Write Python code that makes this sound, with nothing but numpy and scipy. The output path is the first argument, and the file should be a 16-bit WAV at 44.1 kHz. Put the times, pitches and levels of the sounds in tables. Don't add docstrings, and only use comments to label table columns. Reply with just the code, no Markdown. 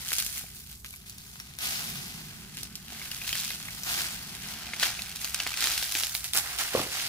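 import sys
import numpy as np
from scipy import signal
from scipy.fft import rfft, irfft, next_fast_len
from scipy.io import wavfile
from scipy.ndimage import uniform_filter1d, map_coordinates

SR = 44100
rng = np.random.default_rng(int(sys.argv[2]) if len(sys.argv) > 2 else 0)


def dump(signal):
    limited = np.clip(np.atleast_2d(signal).T, -1, 1)
    pcm = np.round(limited * 32767).astype(np.int16)
    wavfile.write(sys.argv[1], SR, pcm)


N = 312228


def amp(db):
    return 10 ** (np.asarray(db) / 20)


def unit(x):
    return x / np.sqrt(np.mean(x ** 2) + 1e-20)


def along(points, hz):
    point_hz, value = np.transpose(points)
    return np.interp(np.log(hz + 1), np.log(point_hz + 1), value)


def curves(rows):
    time_s, *columns = np.transpose(rows)
    return [np.interp(np.arange(N) / SR, time_s, column) for column in columns]


def wobble(knots_per_s):
    knots = rng.standard_normal(int(N * knots_per_s / SR) + 4)
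    return np.interp(np.arange(N) * knots_per_s / SR, np.arange(len(knots)), knots)


def filtered(x, gain):
    n = x.shape[-1]
    padded = next_fast_len(n + SR // 20)
    spectrum = rfft(x, padded) * gain(np.fft.rfftfreq(padded, 1 / SR))
    return irfft(spectrum, padded)[..., :n]


def below(hz, edge_hz):
    return 1 / (1 + (hz / edge_hz) ** 4)


def add(track, start_s, sound):
    part = track[..., max(round(start_s * SR), 0):][..., :sound.shape[-1]]
    part += sound[..., :part.shape[-1]]


def pair(size, apart):
    apart = np.clip(apart, 0, 1)
    common = np.sqrt(1 - apart) * rng.standard_normal(size)
    return common + np.sqrt(apart) * rng.standard_normal((2, size))


# time in s, leaflet rustle in dB, brightness in dB (tips up, stalk down by half).
STIR = [(0, -42.5, 0), (.25, -44, 6), (.6, -56.5, 1), (.8, -63, 9.5), (1.05, -57, 0), (1.3, -52, 2),
        (1.57, -53, -2), (2.3, -52.5, -2), (2.76, -54.5, -1.5), (3.15, -44, 1), (3.6, -45.5, 0),
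        (3.8, -44.5, 0.5), (4.3, -46, -1), (4.7, -43, -6), (5.0, -42.5, -2), (5.15, -46, -0.5),
        (6.1, -43.5, 3.5), (6.3, -49, 1), (7.08, -43, -1)]
STIR_STALK_DB, STIR_TIP_DB = -8.5, -1
STIR_CRACKLE = 0.3
# start in s, rise in s, hold in s, die-away t60 in s, leaflet rustle in dB,
# stalk scrape over it in dB, tip fizz over it in dB, crackle share 0-1 (sliding low, bending and tugging high).
PULLS = [(0.05, 0.084, 0.069, 0.18, -36, -22, 0.5, 0.66), (0.3, 0.042, 0.049, 0.32, -43, -11, 4, 0.52),
         (0.535, 0.026, 0.018, 0.61, -51.5, -24, 5, 0.47), (0.655, .04, .04, 0.22, -50.5, -12.5, 1, .45),
         (0.844, 0.013, 0.095, 0.37, -55, -13.5, 4.5, .7), (1.045, 0.03, .02, 0.23, -51.5, -13, 0.5, 0.45),
         (1.583, 0.052, 0.037, 2.3, -34, -8.5, -2.5, 0.05), (2.505, 0.071, .06, 0.24, -47, -14, -2, .45),
         (2.847, 0.084, 0.13, 0.54, -45.5, -8, -6, 0.3), (3.217, .07, 0.17, .6, -36.5, -17.5, -3.5, 0.49),
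         (3.833, 0.063, 0.096, 0.88, -32.5, -8.5, -3.5, 0.05),
         (4.407, 0.058, 0.02, 1, -43.5, -6.5, -2, 0.2), (4.781, .045, 0.037, 0.33, -29.5, -9, -5.5, .25),
         (5.175, .06, .015, 0.51, -39.5, -9.5, 0.5, 0.6), (5.321, 0.073, 0.28, 0.64, -39, -10, -8, 0.52),
         (5.55, .075, 0.046, 1.05, -29, -10.5, -5.5, 0.4), (5.759, 0.035, .08, 0.54, -38, -25, -2.5, 0.29),
         (5.912, 0.042, 0.1, .18, -35.5, -10.5, 1, 0.63), (6.14, .012, 0.0084, 0.19, -43, -6, 10, .5),
         (6.239, .008, .015, .25, -42, -10, 3, 0.35), (6.326, 0.047, 0.014, 0.13, -32, -2.5, 5.5, 0.43),
         (6.392, 0.045, .1, 1.3, -40.5, -4, -2, .1), (6.579, 0.012, 0.021, .6, -32, -6.5, -3, 0.06),
         (6.712, 0.034, 0.054, 0.49, -35.5, -4, -3, 0.14), (6.86, 0.078, 0.11, 0.68, -34.5, -9.5, -6, 0.04)]


def effort():
    t = np.arange(N) / SR
    stir_db, bright_db = curves(STIR)
    stalk_stir_db = stir_db + STIR_STALK_DB - bright_db / 2
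    tip_stir_db = stir_db + STIR_TIP_DB + bright_db
    power = amp([stalk_stir_db, stir_db, tip_stir_db]) ** 2
    crackling = STIR_CRACKLE * power[1]
    for start_s, rise_s, hold_s, t60_s, db, stalk_db, tip_db, share in PULLS:
        onset = np.clip((t - start_s) / rise_s, 0, 1)
        fading_s = np.maximum(t - start_s - rise_s - hold_s, 0)
        pull = (onset * amp(db - 60 * fading_s / t60_s)) ** 2
        power = power + np.outer(amp([stalk_db, 0, tip_db]) ** 2, pull)
        crackling = crackling + share * pull
    return (*np.sqrt(power), np.clip(crackling / power[1], 0, 1))


def leaflets(ticks_per_s, scatter_db, spurt_db, t60_s, ring_hz, ring_spread, count):
    out, t = np.zeros((2, N)), np.arange(SR // 100) / SR
    loudest_db = 1.25 * np.hypot(scatter_db, spurt_db)
    for place in np.linspace(-1, 1, count):
        size_db = scatter_db * rng.standard_normal(N) + spurt_db * wobble(30)
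        slipping = rng.random(N) < ticks_per_s / count / SR
        slips = slipping * amp(np.minimum(size_db, loudest_db))
        energy = np.abs(signal.oaconvolve(slips ** 2, amp(-60 * t / t60_s) ** 2)[:N])
        group_hz = min(ring_hz * np.exp(ring_spread * place), SR * .45)
        ring = signal.iirpeak(group_hz, 2.5, SR)
        grains = pair(N, apart=0.83) * np.sqrt(energy)
        out += 0.67 * grains + signal.lfilter(*ring, grains)
    power = np.abs(uniform_filter1d(np.mean(out ** 2, axis=0), size=SR // 10))
    return out / np.sqrt(power + 1e-9)


# frequency in Hz, density in dB per Hz.
LEAF_SPECTRUM = [(180, -17.5), (330, -13), (520, -18), (750, -6), (1100, -10.5), (1380, -3.5), (1800, -3),
                 (2250, 1.5), (4300, 3), (6300, 0.5), (8200, -3.5), (11000, -2.5), (15500, -5),
                 (16000, -39)]


def rustle(stalk, blade, tip, share):
    slide = leaflets(ticks_per_s=6000, scatter_db=4.5, spurt_db=2.5, t60_s=.004,
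                     ring_hz=4000, ring_spread=1.3, count=6)
    crackle = leaflets(ticks_per_s=340, scatter_db=6, spurt_db=3.5, t60_s=.009,
                       ring_hz=4000, ring_spread=1.2, count=8)
    ticks = np.sqrt(1 - share) * slide + np.sqrt(share) * crackle
    leaf = lambda hz: amp(along(LEAF_SPECTRUM, hz))
    low = lambda hz: below(hz, 1670)
    high = lambda hz: 1 - below(hz, 7550)
    stalks = unit(filtered(ticks, lambda hz: leaf(hz) * low(hz)))
    blades = unit(filtered(ticks, lambda hz: leaf(hz) * (1 - low(hz) - high(hz))))
    tips = unit(filtered(ticks, lambda hz: leaf(hz) * high(hz)))
    return amp(1.86) * stalk * stalks + amp(-1.93) * blade * blades + tip * tips


# time in s, level in dB.
DRONE_LEVEL = [(0.0, -53), (0.12, -58), (1.48, -57), (1.99, -46), (2.06, -48), (3.17, -53.5), (4.42, -49.5),
               (5.79, -60.5), (6.5, -59.5)]
# frequency in Hz, density in dB per Hz.
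RUMBLE_SPECTRUM = [(20, -13), (32, -27), (45, -2), (59, 4), (72, -1.5), (105, -2), (140, -6), (220, -54),
                   (400, -55)]
# frequency in Hz, density in dB per Hz.
DRONE_SPECTRUM = [(60, -33), (110, -3.5), (150, 3.5), (220, 1), (300, -14), (410, -12), (520, -29),
                  (1200, -22), (4000, -45)]
RUMBLE_DB = -54.5


def outdoors():
    drone_db, = curves(DRONE_LEVEL)
    rumble = unit(filtered(pair(N, apart=0.019), lambda hz: amp(along(RUMBLE_SPECTRUM, hz))))
    drone = unit(filtered(pair(N, apart=0.14), lambda hz: amp(along(DRONE_SPECTRUM, hz))))
    return amp(RUMBLE_DB) * rumble + amp(drone_db) * drone


STRAY_PER_S = 30
STRAY_DB, STRAY_SCATTER_DB = 17.5, 2
STRAY_WOODY_DB, STRAY_WOODY_SCATTER_DB = -20, 7


def stray_snaps(blade, share, count):
    at, chance = rng.random((count, 2)).T
    size, wood = rng.standard_normal((count, 2)).T
    i = (at * N).astype(int)
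    level_db = 20 * np.log10(blade[i]) + STRAY_DB + STRAY_SCATTER_DB * size
    woody_db = STRAY_WOODY_DB + STRAY_WOODY_SCATTER_DB * wood
    rows = np.transpose([i / SR, level_db, woody_db])
    return list(rows[chance < STRAY_PER_S * share[i] * N / SR / count])


# time in s, relative level in dB,
# woodiness in dB (-17 is plain leaf, more lifts the lows).
SNAPS = [(0.0861, -16.5, -21), (0.1173, -20, 4), (0.13, -11.5, -17), (0.1524, -17, -19), (0.183, -11, -32),
         (0.196, -20, -17), (0.223, -17, -14), (0.2467, -19, -50), (0.263, -13.5, -35.5),
         (0.3714, -25, -17), (0.5654, -29, -28), (0.845, -24, -6.5), (0.8594, -29, -18), (1.0957, -25, -50),
         (1.1815, -29.5, -25), (1.3991, -25, -6), (1.5865, -18.5, -16), (2.5697, -23.5, -12),
         (2.6316, -17.5, -34), (2.7537, -22, -27), (3.1143, -19, -26), (3.1452, -19.5, -17),
         (3.2912, -21, -11), (3.3272, -11, -14), (3.3518, -19, -4), (3.3814, -21, -19), (3.447, -19.5, -18),
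         (3.5037, -18, -7), (3.8331, -19, -38), (3.868, -24, -5), (4.0162, -18, -13), (4.797, -13.5, -19),
         (4.8275, -10.5, -18), (4.8315, -8, -9), (4.8787, -22, -9), (5.0192, -17, -26),
         (5.1584, -19, -20.5), (5.2443, -16, -19), (5.344, -10.5, -14.5), (5.401, -14, -6),
         (5.465, -16.5, 3), (5.4724, -16, -23), (5.7779, -11.5, -18), (5.9208, -17.5, -19),
         (5.9509, -11, -4.5), (5.9821, -18.5, -17), (6.0341, -10.5, -12), (6.1493, -11.5, -16),
         (6.2422, -16, -20), (6.3335, -11.5, -21), (6.3545, -21, 0), (6.3733, -6, -18), (6.5865, -15, -24)]
SHIVER_DB = -21


def snaps(ribs):
    out, t = np.zeros((2, N)), np.arange(SR // 8) / SR
    burst = amp(-60 * t / .004) + .35 * amp(-60 * t / .014)
    thin = lambda hz: 1 - below(hz, 720)
    for time_s, db, woody_db in ribs:
        echo_s = np.maximum(t - rng.uniform(0.00094, 0.0094), 0)
        bricks = amp(-15 - 60 * echo_s / .014) * (echo_s > 0)
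        after = bricks + amp(SHIVER_DB - 60 * t / .11)
        crack = pair(len(t), apart=0.3) * burst + pair(len(t), apart=0.35) * after
        wood_db = lambda hz: 1.08 * (woody_db + 17) * below(hz, 2900)
        crack = filtered(crack, lambda hz: thin(hz) * amp(along(LEAF_SPECTRUM, hz) + wood_db(hz)))
        add(out, time_s + 0.001218, amp(db + 2) * crack / np.abs(crack).max())
    return out


def struck(blows, modes, contact_s, fray_hz):
    out, t = np.zeros(N), np.arange(SR // 8) / SR
    for start_s, db, pitch_hz in blows:
        steps = rng.standard_normal((len(modes), len(t)))
        drift = np.cumsum(steps, axis=1) * np.sqrt(2 * np.pi * abs(fray_hz) / SR)
        ring = np.zeros(len(t))
        for (ratio, mode_db, t60_s), blur in zip(modes, drift):
            ring += amp(mode_db - 60 * t / t60_s) * np.sin(2 * np.pi * pitch_hz * ratio * t + blur)
        ring = ring * (1 - np.exp(-t / contact_s))
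        add(out, start_s, amp(db) * ring / np.abs(ring).max())
    return out


# start in s, level in dB, reference pitch in Hz.
THUDS = [(.118, -44, 341.2), (.438, -39, 173), (.441, -44, 710), (2.922, -39.5, 734), (5.953, -36.5, 301),
         (6.374, -41, 445), (6.742, -27, 445), (6.75, -10.5, 476), (6.773, -24, 1005), (6.777, -24.5, 375),
         (6.793, -23, 590), (6.795, -23, 1090), (6.800, -25.5, 300), (6.817, -28, 730), (6.864, -31, 372.5)]
# ratio to the reference pitch, relative level in dB, t60 in s.
STALK_MODES = [(1.02, 0.5, 0.014), (0.6, -19.5, 0.028), (2.33, -10, 0.013)]


def thuds():
    return struck(THUDS, STALK_MODES, contact_s=0.0024, fray_hz=2.2)


# start in s, level in dB, reference pitch in Hz.
TAPS = [(.847, -40, 1334), (.938, -34, 2190), (1.400, -30.5, 5400), (3.015, -29, 2190),
        (3.115, -27.5, 2860), (3.215, -28.5, 2320), (3.243, -32, 2590), (3.304, -28, 2550),
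        (3.329, -18.5, 3010), (3.504, -27, 2104), (3.684, -27, 2120), (4.734, -22, 2173),
        (4.829, -16.5, 1520), (4.991, -23, 2370), (5.400, -18, 2710), (5.466, -26, 1960)]
# ratio to the reference pitch, relative level in dB, t60 in s.
STEM_MODES = [(1.035, -2, 0.029), (0.635, -7.5, 0.0091), (1.61, -9, 0.018)]


def taps():
    return struck(TAPS, STEM_MODES, contact_s=0.00064, fray_hz=171)


# frequency in Hz, density in dB per Hz.
HEAP_SPECTRUM = [(40, -30), (80, 5), (300, 1), (580, 7), (800, -3), (1100, -3), (1400, -13), (2200, -45)]


def heap():
    out, t = np.zeros((2, N)), np.arange(SR // 4) / SR
    settle = unit(filtered(pair(len(t), apart=0.057), lambda hz: amp(along(HEAP_SPECTRUM, hz))))
    add(out, 6.758, settle * amp(-31.0 - 60 * t / 0.43) * (1 - np.exp(-t / 0.0057)))
    return out


# time in s, lead of the left microphone in ms.
PLACE = [(.3, 0.094), (1.1, .2), (2.0, 0.19), (2.5, 0.11), (3.4, 0.049), (3.9, .17), (4.7, .04),
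         (5.8, 0.027), (6.4, -0.12)]
LOUDER_DB_PER_MS = 5


def placed(x):
    x = x - filtered(x - x.mean(axis=0), lambda hz: 0.67 * below(hz, 2200))
    lead_ms, = curves(PLACE)
    side_db = LOUDER_DB_PER_MS * lead_ms
    lead_samples = lead_ms * SR / 1000
    ears = []
    for ear, side in zip(x, (1, -1)):
        shifted = map_coordinates(ear, [np.arange(N) + side * lead_samples / 2], order=5)
        ears.append(amp(side * side_db / 2) * shifted)
    return np.array(ears)


# frequency in Hz, t60 in s.
YARD_DECAY = [(200, 0.28), (2000, 0.14), (8000, 0.38), (16000, 0.062)]


def yard(x):
    hz, t, z = signal.stft(rng.standard_normal((2, SR // 3)), SR, nperseg=256)
    decay = amp(-60 * t / along(YARD_DECAY, hz)[:, None])
    tail = signal.istft(z * decay, SR, nperseg=256)[1]
    return signal.fftconvolve(x, tail / np.linalg.norm(tail[0]), axes=1)[:, :N]


def scene():
    stalk, blade, tip, share = effort()
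    ribs = list(SNAPS) + stray_snaps(blade, share, count=300)
    fronds = rustle(stalk, blade, tip, share) + snaps(ribs) + thuds() + taps() + heap()
    fronds = placed(fronds)
    scatter = filtered(yard(fronds), lambda hz: 1 - below(hz, 430))
    return fronds + amp(-11) * scatter + outdoors()


# frequency in Hz, right over left in dB.
RIGHT_OVER_LEFT = [(6500, 0.77), (9000, 4.5), (12500, 0)]
TOP_HZ = 16000


def record(dry):
    sides = np.array([[-1], [1]])
    return filtered(dry, lambda hz: amp(along(RIGHT_OVER_LEFT, hz) * sides / 2) * (hz < TOP_HZ))


dry = scene()
out = record(dry)
dump(out)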